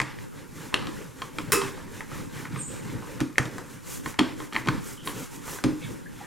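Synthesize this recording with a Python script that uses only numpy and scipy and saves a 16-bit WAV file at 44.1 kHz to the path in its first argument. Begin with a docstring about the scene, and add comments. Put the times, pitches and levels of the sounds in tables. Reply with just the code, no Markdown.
"""In a kitchen, a plastic rolling pin rolls dough on a wooden board, close to the microphones.
Each push swells a set of shaped noises: table and board rumble, the pin drones, the flour hisses.
Clacks of the pin on its axle and thuds on the board are sums of fading tones, some with a crack of noise.
Narrow or broad bands of noise make soft rubs and swishes; something metal crashes and rings across the
room; a bird outside chirps once with two gliding tones. A low drone and a faint hiss lie behind it all."""
import sys
import numpy as np
from scipy import signal
from scipy.fft import rfft, irfft, next_fast_len
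from scipy.io import wavfile
from scipy.ndimage import uniform_filter1d, map_coordinates

SR = 44100
rng = np.random.default_rng(int(sys.argv[2]) if len(sys.argv) > 2 else 0)


def to_wav(s):
    """Save 16-bit WAV."""
    ch = np.atleast_2d(s).T  # columns
    pcm = np.round(np.clip(ch, -1, 1) * 32767)  # PCM
    wavfile.write(sys.argv[1], SR, pcm.astype(np.int16))


N = 276053  # length in samples

# In every table of noise colour or tones, levels compare its rows; overall loudness is set elsewhere.
# Noise colours of the shaking table, the wooden board, the pin on the dough and the flour: (f/Hz, level/dB)
TABLE_COLOUR = [(20, -30), (57, -17), (80, -27), (105, -2), (140, -1), (175, -2.5), (210, -9.5), (260, -14),
                (340, -17), (570, -120)]
BOARD_COLOUR = [(120, -6), (200, -5.5), (291, -1), (345, -6.5), (519, -6.5), (720, -28.5), (940, -16.5),
                (1580, -120)]
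ROLL_COLOUR = [(400, -21), (680, -13.5), (897, -2), (1310, -4), (1430, -2), (1810, -3.5), (2240, -7),
               (4500, -16), (5850, -18), (9900, -120)]
FLOUR_COLOUR = [(2500, -7), (3500, -5.5), (4500, -7.5), (5500, -2.5), (7000, 1), (9000, -3.5), (11000, -7),
                (13500, -10.5), (16000, -15)]
# Noise colour of the bright edge of fast sliding: (f/Hz, level/dB)
FIZZ_COLOUR = [(6000, -30), (8500, -5), (11000, 0), (14000, -4), (16000, -8)]
FIZZ_DB, FIZZ_GROWTH = -54, 1.5  # level/dB when flour is at -48 dB; dB gained per dB of flour
# Level that stays between pushes: (table level/dB, board level/dB, roll level/dB, flour level/dB)
REST_LEVELS = (-55, -53.5, -57, -62)


def strokes():
    """Rolling shakes table and board, the pin drones on the dough and flour hisses under pin and hands."""
    pushes = [swells(column) for column in range(2, 6)]
    table, board, roll, flour = amp(REST_LEVELS)[:, None] + pushes
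    lumps = amp(1.95 * wobble(13))  # uneven dough jolts table and board at once
    table_rumble = table * rush(TABLE_COLOUR, patchy_db=1.0, grain_db=3.0)
    board_rumble = board * rush(BOARD_COLOUR, patchy_db=3.0, grain_db=-0.5)
    drone = roll * rush(ROLL_COLOUR, patchy_db=2.0, grain_db=1.0)
    hiss = flour * rush(FLOUR_COLOUR, patchy_db=-0.3, grain_db=0.84)
    fizz_gain = amp(FIZZ_DB) * (flour / amp(-48)) ** FIZZ_GROWTH
    fizz = fizz_gain * rush(FIZZ_COLOUR, patchy_db=1.2, grain_db=0.6)
    return lumps * (table_rumble + board_rumble) + drone + hiss + fizz


# Each push of the pin, with levels that add to the resting ones:
# (peak t/s, length t/s, table level/dB, board level/dB, roll level/dB, flour level/dB)
PUSHES = [(0.093, 0.25, -74, -63, -47, -69), (0.22, 0.17, -52, -47.5, -55.5, -59),
          (0.388, 0.18, -53, -53, -54.5, -60.5), (0.63, 0.34, -49.5, -47, -50, -51.5),
          (0.817, 0.26, -45, -48, -44, -67), (0.974, 0.44, -43, -45, -51, -54.5),
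          (1.23, 0.22, -50, -44, -54.5, -54.5), (1.395, 0.19, -55, -40, -55, -54),
          (1.5, 0.18, -42, -45, -52, -60), (1.661, 0.21, -45, -47, -42.5, -48),
          (1.794, 0.3, -52, -44.5, -52, -60), (1.975, 0.23, -45, -41, -48.5, -52.5),
          (2.176, 0.3, -38.5, -39.5, -46, -50), (2.397, 0.27, -43, -42.5, -44.5, -50),
          (2.571, 0.23, -33, -45.5, -47, -55), (2.743, 0.21, -47, -42, -47.5, -52),
          (2.902, 0.34, -35, -42, -48.5, -55), (3.114, 0.36, -49, -43, -50.5, -54.5),
          (3.44, 0.19, -42, -42.5, -53, -54), (3.572, 0.24, -54, -50, -51, -55.5),
          (3.727, 0.21, -57, -62, -55.5, -54.5), (3.931, 0.25, -52, -50, -49, -42),
          (4.087, 0.16, -47, -46, -49, -45), (4.28, 0.24, -48, -48, -43.5, -58),
          (4.428, 0.19, -52.5, -43, -50, -50.5), (4.579, 0.16, -50, -39.5, -46, -48.5),
          (4.733, 0.27, -35, -43, -42.5, -53), (4.894, 0.26, -58, -49, -49, -46),
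          (5.084, 0.15, -47, -46, -45.5, -47), (5.2, 0.27, -46.5, -47.5, -46.5, -45),
          (5.35, 0.16, -50, -49, -51.5, -49.5), (5.523, 0.29, -58, -44.5, -44.5, -42),
          (5.705, 0.17, -44, -44, -55, -59), (5.88, 0.41, -43.5, -44.5, -53.5, -53.5),
          (6.23, 0.38, -57, -48, -53, -58)]
RISE = 0.51  # share of a push before its peak


def swells(column):
    """Gain curve of all pushes, each a smooth rise and fall that peaks at the level in its column."""
    t = np.arange(0, N, 64) / SR  # one point every 64 samples is enough
    peak_s, length, db = np.transpose(PUSHES)[[0, 1, column], :, None]
    share = np.where(t < peak_s, RISE, 1 - RISE)
    u = (t - peak_s) / share / length
    gain = (amp(db) * np.exp(-4 * np.abs(u) ** 2.2)).sum(axis=0)
    return np.interp(np.arange(N) / SR, t, gain)


# Tones of the plastic pin: (f/Hz, level/dB, time to fade by 60 dB t/s)
PIN_TONES = [(896, -6.5, 0.032), (1063, -5, 0.04), (1247, 5, 0.016), (1505, 0.5, 0.014), (1853, 8, 0.008),
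             (2107, 8, 0.0082), (2340, 1, 0.014), (2764, 5.5, 0.0097), (3190, 8, 0.012),
             (3780, 8.5, 0.0064), (4320, -2.5, 0.018), (5470, -2.5, 0.0086)]
# Noise colour of the crack in a clack: (f/Hz, level/dB)
CRACK_COLOUR = [(1500, 9), (3000, -2.5), (6000, -1.5), (10000, -6.5), (16000, -29)]
# The pin clacks on its axle, with levels before fixed trims:
# (t/s, clack level/dB, favoured tone f/Hz, body tone level/dB, end tone level/dB, crack level/dB)
CLACKS = [(0.001, -5.5, 2120, -7.5, -19, -30), (0.016, -9.5, 1070, -11.5, -17, -28.5),
          (0.187, -27.5, 1760, -11, -12, -40), (0.727, -23.5, 1110, -5, -31, -46),
          (0.742, -6, 2790, -5, -3, -27), (0.824, -27, 1260, -4, -20, -26),
          (0.87, -22, 1170, -3, -4.5, -27), (1.219, -12, 1060, -6.5, -11, -39),
          (1.385, -12, 2340, -3.5, -9.5, -30), (1.616, -17, 1040, 2, -5, -32),
          (1.776, -32, 865, 3.5, -25, -30), (2.0066, -18.5, 1900, -6, -25, -41),
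          (2.116, -24.5, 1220, -7, -26, -39), (2.454, -15, 1060, -11.5, -24, -49),
          (2.56, -19.5, 1165, -5, -18, -41), (3.024, -36, 880, 6.5, -24, -34),
          (3.204, -18, 1490, -10, -16, -18), (3.211, -20, 850, -1.5, -7.5, -25),
          (3.357, -24, 2120, -29, -18, -45), (3.382, 0.5, 1937, -13.5, -17.5, -28.5),
          (3.397, -25, 1200, 3, -20.5, -33), (3.455, -30, 1212, -2, -2, -17),
          (3.582, -20.5, 1580, -1.5, -18, -26), (4.06, -9.5, 1077, -11, -21, -41),
          (4.142, -21.5, 1500, -16, -24, -33), (4.189, -13.5, 2500, -2, -5, -30),
          (4.192, -4.5, 1970, -4, -3.5, -26.5), (4.203, -13, 990, -1, -20, -40),
          (4.402, -22, 1090, -2.5, -11, -34), (4.525, -21, 1220, -6.5, -10.5, -39),
          (4.533, -23, 1860, -16, -6, -28), (4.546, -19, 2370, -19, -8, -41),
          (4.553, -11.5, 1850, -6, -17, -48), (4.563, -6, 2100, -5.5, -11.5, -48),
          (4.659, -28, 996, 1, -24, -23), (4.673, -14, 1050, -5.5, -10, -29),
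          (4.686, -2.5, 1440, -7, -16, -36), (5.074, -15, 1033, -7, -4.5, -32),
          (5.479, -20, 877, -5.5, -27, -35), (5.587, -21, 1480, -4.5, -28, -32),
          (5.639, -18, 2390, -8.5, -5, -16), (5.644, -22, 2120, 1, -7, -33)]
# Echoes from the nearest walls, before the room gain and a trim: (delay t/s, level/dB)
ECHOES = [(.0065, -9.5), (0.011, -10.5), (0.019, -9.5), (0.025, -33)]
ROOM_DB, ROOM_SHRINKS = -5.5, 0.22  # room gain for a clack listed at -21 dB; dB less per dB harder


def clacks():
    """Each clack rings the pin and cracks briefly, then comes back as wall echoes and a room tail."""
    out, t = np.zeros((2, N)), np.arange(SR // 3) / SR
    for s, db, tone_hz, body_db, end_db, crack_db in CLACKS:
        tilt = [(1200, body_db + 2), (1900, -2.5), (3000, end_db + 2.5)]
        tones = ring(PIN_TONES, t, 0.001, scatter_db=1.5, tilt=tilt, near_hz=tone_hz)
        snap = coloured_burst(CRACK_COLOUR, len(t))
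        slow_crack = snap * amp(crack_db + 18 - 60 * t / 0.036)
        quick_crack = snap * amp(crack_db + 22.5 - 60 * t / 0.0031)
        crack = slow_crack + quick_crack
        direct_db = db - 8.0
        room_db = direct_db + ROOM_DB - ROOM_SHRINKS * (db + 21)
        add(out, s, amp(direct_db) * (tones + crack))
        add(out, s, amp(room_db) * kitchen(all_round(tones + crack[0])))
        for delay, echo_db in ECHOES:
            add(out, s + delay, amp(room_db - 1.0 + echo_db) * (tones + crack))
    return out


# Tones of the wooden board and table: (f/Hz, level/dB, time to fade by 60 dB t/s, before damping)
BOARD_TONES = [(58.3, -6, 0.083), (88, -16, 0.27), (132.7, 3, 0.14), (193.4, -1, 0.096),
               (213.6, -1.5, 0.076), (258.7, -1.5, 0.17), (304.6, 1, 0.19), (339.4, -7, 0.16),
               (380, -7.5, 0.11), (525, -10, 0.075)]
# The pin's weight thuds the board, with levels that tilt the board's tones; the last column is
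# damping, where 1 keeps the listed fade times and less rings longer:
# (t/s, board level/dB, table level/dB, favoured tone f/Hz, damping)
THUDS = [(0.008, -39.5, -26, 297, 1.05), (0.871, -30, -48, 338, 1.56), (1.386, -33.5, -50, 300, 1.54),
         (1.616, -34, -42, 390, 0.81), (2.508, -36.5, -46, 300, 2), (2.937, -40.5, -44, 258, 0.9),
         (3.211, -21.5, -22, 284.5, 1.06), (3.381, -34, -42, 387, 1.3), (3.397, -24, -21.5, 140, 1.67),
         (3.455, -40, -34, 300, 1.4), (4.06, -41, -30.5, 300, 1.6), (4.19, -18, -28, 385, .9),
         (4.201, -17, -25, 221, 1.37), (4.402, -39.5, -48, 294, 1.35), (4.527, -35, -45, 190, 1.6),
         (4.553, -32, -36, 340, 1.2), (4.661, -30, -40, 260, 1.2), (4.673, -25, -27, 298, 2),
         (4.685, -21, -15.5, 296, 1.43), (5.073, -42, -50, 296, 1.05), (5.644, -16.5, -20, 275, 0.93)]


def thuds():
    """Each thud rings the board and the table under it; more damping makes the tones fade faster."""
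    out, t = np.zeros((2, N)), np.arange(SR // 3) / SR
    for s, board_db, table_db, tone_hz, damping in THUDS:
        tilt = [(150, table_db), (240, board_db)]
        thud = ring(BOARD_TONES, t, 0.0042, scatter_db=0.0, tilt=tilt, near_hz=tone_hz, damping=damping)
        add(out, s, thud)
        add(out, s, amp(-13.5) * kitchen(thud))
    return out


# Soft rubs and swishes, narrow or broad bands of noise, with levels before a 3 dB trim and the swell:
# (start t/s, length t/s, centre f/Hz, width f/Hz, level/dB)
RUBS = [(3.197, 0.024, 1530, 1500, -37), (4.868, 0.053, 8400, 1580, -44), (4.971, 0.11, 3090, 400, -48),
        (5.051, 0.09, 10400, 5000, -38.5), (5.81, .09, 2230, 150, -44.5), (5.816, 0.061, 2600, 150, -46),
        (5.818, .09, 3440, 900, -45), (5.849, 0.043, 1660, 200, -47), (6.056, 0.029, 1684, 150, -41.5),
        (6.203, .055, 840, 121, -40)]


def rubs():
    """Soft rubs and swishes: narrow or broad bands of noise that swell quickly and fade more slowly."""
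    out = np.zeros((2, N))
    for s, length, hz, width_hz, db in RUBS:
        u = np.arange(round(length * SR)) / (length * SR)  # progress from 0 to 1
        noise = rng.standard_normal(len(u))
        band = filtered(noise, lambda f: 1 / (1 + ((f - hz) / width_hz * 2) ** 2))
        swell = amp(db - 3.0) * unit(band) * np.sin(np.pi * u ** 0.41)
        add(out, s, swell)
        add(out, s, amp(-8.0) * kitchen(swell))
    return out


# The metal clatter, one event: (t/s, crash level/dB, ring level/dB)
CLATTER = (1.52, -13, -23)
# Tones of the metal thing: (f/Hz, level/dB, time to fade by 60 dB t/s)
METAL_TONES = [(252.6, -5, 0.33), (304, -6, 0.22), (396.5, -2, 0.26), (467, -6.5, 0.24), (1048, -7, 0.41),
               (1253, -5, .25), (1600, -3, 0.25), (2600, -10, 0.23), (7160, -11, .15), (10700, -4, 0.14),
               (11600, -13, 0.18)]
# Noise colour of its crash: (f/Hz, level/dB)
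CRASH_COLOUR = [(59, -43), (100, -7), (481, -13.5), (705, -37), (991, -14), (1280, -5.5), (1910, -12),
                (2580, -9.5), (3400, -17), (10500, -17), (16000, -19.5)]


def clatter():
    """A metal thing drops far off: a short noise crash and ringing tones, each with a room tail."""
    out, t = np.zeros((2, N)), np.arange(SR // 2) / SR
    s, crash_db, ring_db = CLATTER
    crash = coloured_burst(CRASH_COLOUR, len(t)) * amp(crash_db - 60 * t / 0.059)
    metal = amp(ring_db) * ring(METAL_TONES, t, 0.0063, scatter_db=4.5)
    add(out, s, crash + metal)
    add(out, s, amp(1.5) * kitchen(all_round(crash[0])))
    add(out, s, amp(-6) * kitchen(metal))
    return out


# Path of the bird's two voices, before random wavering and a trim:
# (t/s, upper f/Hz, upper level/dB, lower f/Hz, lower level/dB)
CHIRP = [(2.55, 8330, -70, 7800, -75), (2.575, 8450, -44, 7800, -59), (2.6, 8400, -37.5, 7290, -49),
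         (2.63, 8400, -64, 7460, -40), (2.66, 8000, -42.5, 7070, -65), (2.7, 8270, -59, 7170, -54),
         (2.78, 8300, -64, 7000, -61), (2.86, 8300, -73, 7300, -75)]


def bird():
    """One rough whistle: two gliding tones waver in pitch and level, smeared by echoes."""
    upper_hz, upper_db, lower_hz, lower_db = curves(CHIRP)

    def voice(hz, db):
        """A sine whose pitch and level waver."""
        level = amp(db + 2.7 * wobble(150))
        phase = 2 * np.pi * np.cumsum(hz + 230 * wobble(300)) / SR
        return level * np.sin(phase)

    first, last = round(CHIRP[0][0] * SR), round(CHIRP[-1][0] * SR)
    call = (voice(upper_hz, upper_db) + voice(lower_hz, lower_db))[first:last]
    out = np.zeros((2, N))
    add(out, first / SR, 0.71 * call)
    add(out, first / SR, amp(5) * kitchen(call))
    return out


# Noise colours of the background drone and hiss: (f/Hz, level/dB)
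DRONE_COLOUR = [(12, -43), (20, -3), (238, -2.5), (367, -5.5), (409, -9), (498, -8.5), (665, -28),
                (841, -20.5), (1500, -26), (1950, -52), (3300, -120)]
HISS_COLOUR = [(590, -25), (1000, -4), (1860, -16), (2410, -15), (3310, -27), (12000, -11), (16500, -35)]


def background():
    """A low, gently wavering drone, opposite in the two channels, and a faint hiss of its own in each."""
    drone = unit(filtered(rng.standard_normal(N), lambda hz: amp(along(DRONE_COLOUR, hz))))
    hiss = unit(filtered(rng.standard_normal((2, N)), lambda hz: amp(along(HISS_COLOUR, hz))))
    return amp(-44.5 + 3.6 * wobble(5)) * drone * [[1], [-1]] + amp(-58.5) * hiss


# How long the room rings: (f/Hz, time to fade by 60 dB t/s)
ROOM_FADE = [(150, 0.46), (1000, 0.35), (3000, 0.39), (8000, 0.37), (15000, 0.17)]
# Colour of the room's answer: (f/Hz, level/dB)
WALL_COLOUR = [(100, -6), (450, 9.5), (700, -2.5), (1000, 2.5), (1500, -1.5), (2200, -4), (3300, -4),
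               (6000, -1.5), (15000, 0)]


def kitchen(x):
    """The walls' answer: a new noise tail each time, every frequency dying at its own speed."""
    hz, t, z = signal.stft(rng.standard_normal((2, SR // 2)), SR, nperseg=256)
    colour_db = along(WALL_COLOUR, hz)[:, None]
    fade_db = 60 * t / along(ROOM_FADE, hz)[:, None]
    tail = signal.istft(z * amp(colour_db - fade_db), SR, nperseg=256)[1]
    fade_in = np.clip(np.arange(tail.shape[1]) / SR / .007, 0, 1)  # over 7 ms
    tail = spread(tail * fade_in)
    return signal.fftconvolve(x[None], tail / np.linalg.norm(tail[0]), axes=1)


def all_round(x):
    """A blow as the walls get it from every side: one click, the narrow peaks of its spectrum averaged out."""
    power = uniform_filter1d(np.abs(rfft(x, len(x))) ** 2, size=len(x) // 130)
    click = irfft(np.sqrt(np.abs(power)))
    return np.roll(click, shift=128)[:256] * np.hanning(256)


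def ring(modes, t, attack, scatter_db, tilt=((1, 0),), near_hz=0, damping=1):
    """A struck thing: fading tones of random strength, tilted by where the blow lands, boosted near near_hz."""
    hz, db, t60 = np.transpose(modes)[:, :, None]
    luck = rng.standard_normal((2, len(modes), 1))  # for strengths and for phases
    favour_db = 7 * np.exp(-((hz - near_hz) / (0.093 * hz)) ** 2)
    start_db = db + along(tilt, hz) + favour_db + scatter_db * luck[0]
    level = amp(start_db - 60 * damping * t / t60)
    tones = level * np.sin(2 * np.pi * hz * t + 0.63 * luck[1])
    return tones.sum(axis=0) * (1 - np.exp(-t / attack))


def rush(spectrum, patchy_db, grain_db):
    """Stereo noise of rms 1 with patches of random gain and a grainy fast flutter."""
    z = signal.stft(rng.standard_normal((2, N)), nperseg=512)[2]
    field = uniform_filter1d(rng.standard_normal(z.shape[1:]), size=3, axis=0)  # smooth over frequency
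    field = uniform_filter1d(field, size=8, axis=1)  # smooth over time
    patchy = signal.istft(z * amp(patchy_db * unit(field)), nperseg=512)[1][:, :N]
    pair = patchy * amp(grain_db * wobble(150))
    return unit(spread(filtered(pair, lambda hz: amp(along(spectrum, hz)))))


def coloured_burst(spectrum, length):
    """Steady stereo noise of rms 1 in the given colour, ready to be faded."""
    noise = rng.standard_normal((2, length))
    return unit(spread(filtered(noise, lambda hz: amp(along(spectrum, hz)))))


# How alike left and right are: (f/Hz, likeness from 0 to 1)
ALIKE = [(60, 0.077), (130, 0.17), (300, 0.91), (640, 0.7), (1400, 0.89), (3100, 1), (6000, 0.95),
         (9000, 0.7), (12000, 0.53), (15000, 0.18)]


def spread(pair):
    """Two unrelated signals mixed into left and right of the right likeness."""
    def mix(hz):
        turn = np.arccos(np.clip(along(ALIKE, hz), 0, 1)) / 2
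        return np.array([np.cos(turn), np.sin(turn)])

    mid, side = filtered(pair, mix)
    return np.array([mid + side, mid - side])


def amp(db):
    """Decibels to gain."""
    return 10 ** (np.asarray(db) / 20)


def unit(x):
    """Scaled to rms 1."""
    return x / np.sqrt(np.mean(x ** 2) + 1e-20)


def along(points, hz):
    """Read a curve of (f/Hz, value) points on a log frequency axis."""
    f, v = np.transpose(points)
    return np.interp(np.log(hz + 1), np.log(f + 1), v)


def curves(rows):
    """One value per sample for each column after the time."""
    s, *cols = np.transpose(rows)
    return [np.interp(np.arange(N) / SR, s, c) for c in cols]


def wobble(rate):
    """A smooth curve through random points, rate of them a second."""
    points = rng.standard_normal(int(N * rate / SR) + 4)
    return map_coordinates(points, [np.arange(N) * rate / SR])


def filtered(x, response):
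    """x times a complex response of frequency."""
    m = next_fast_len(x.shape[-1] + 8192)
    spectrum = rfft(x, m) * response(np.fft.rfftfreq(m, 1 / SR))
    return irfft(spectrum, m)[..., :x.shape[-1]]


def add(out, s, x):
    """Mix x into out from time s in seconds."""
    part = out[:, round(s * SR):][:, :x.shape[-1]]
    part += np.atleast_2d(x)[:, :part.shape[1]]


def scene():
    """Everything that sounds in front of the steady background."""
    return strokes() + clacks() + thuds() + rubs() + clatter() + bird()


# How far the left microphone port leads the right: (f/Hz, phase/radians)
LEAD = [(40, 1), (130, .8), (300, .55), (780, .28), (2200, .03), (16000, 0)]
TOP_HZ = 15900  # nothing is kept from here up


def record(dry):
    """The two ports differ in phase and a little in level; the background joins and the top is cut off."""
    half = np.array([[.5], [-.5]])  # each port takes half the difference
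    louder_left = [(300, -1.1), (700, -0.2), (4000, 0.59), (8000, -1.3)]  # (f/Hz, level/dB)

    def ports(hz):
        return np.exp(1j * half * along(LEAD, hz)) * amp(half * along(louder_left, hz))

    return filtered(filtered(dry, ports) + background(), lambda hz: hz < TOP_HZ)


dry = scene()
out = record(dry)
to_wav(out)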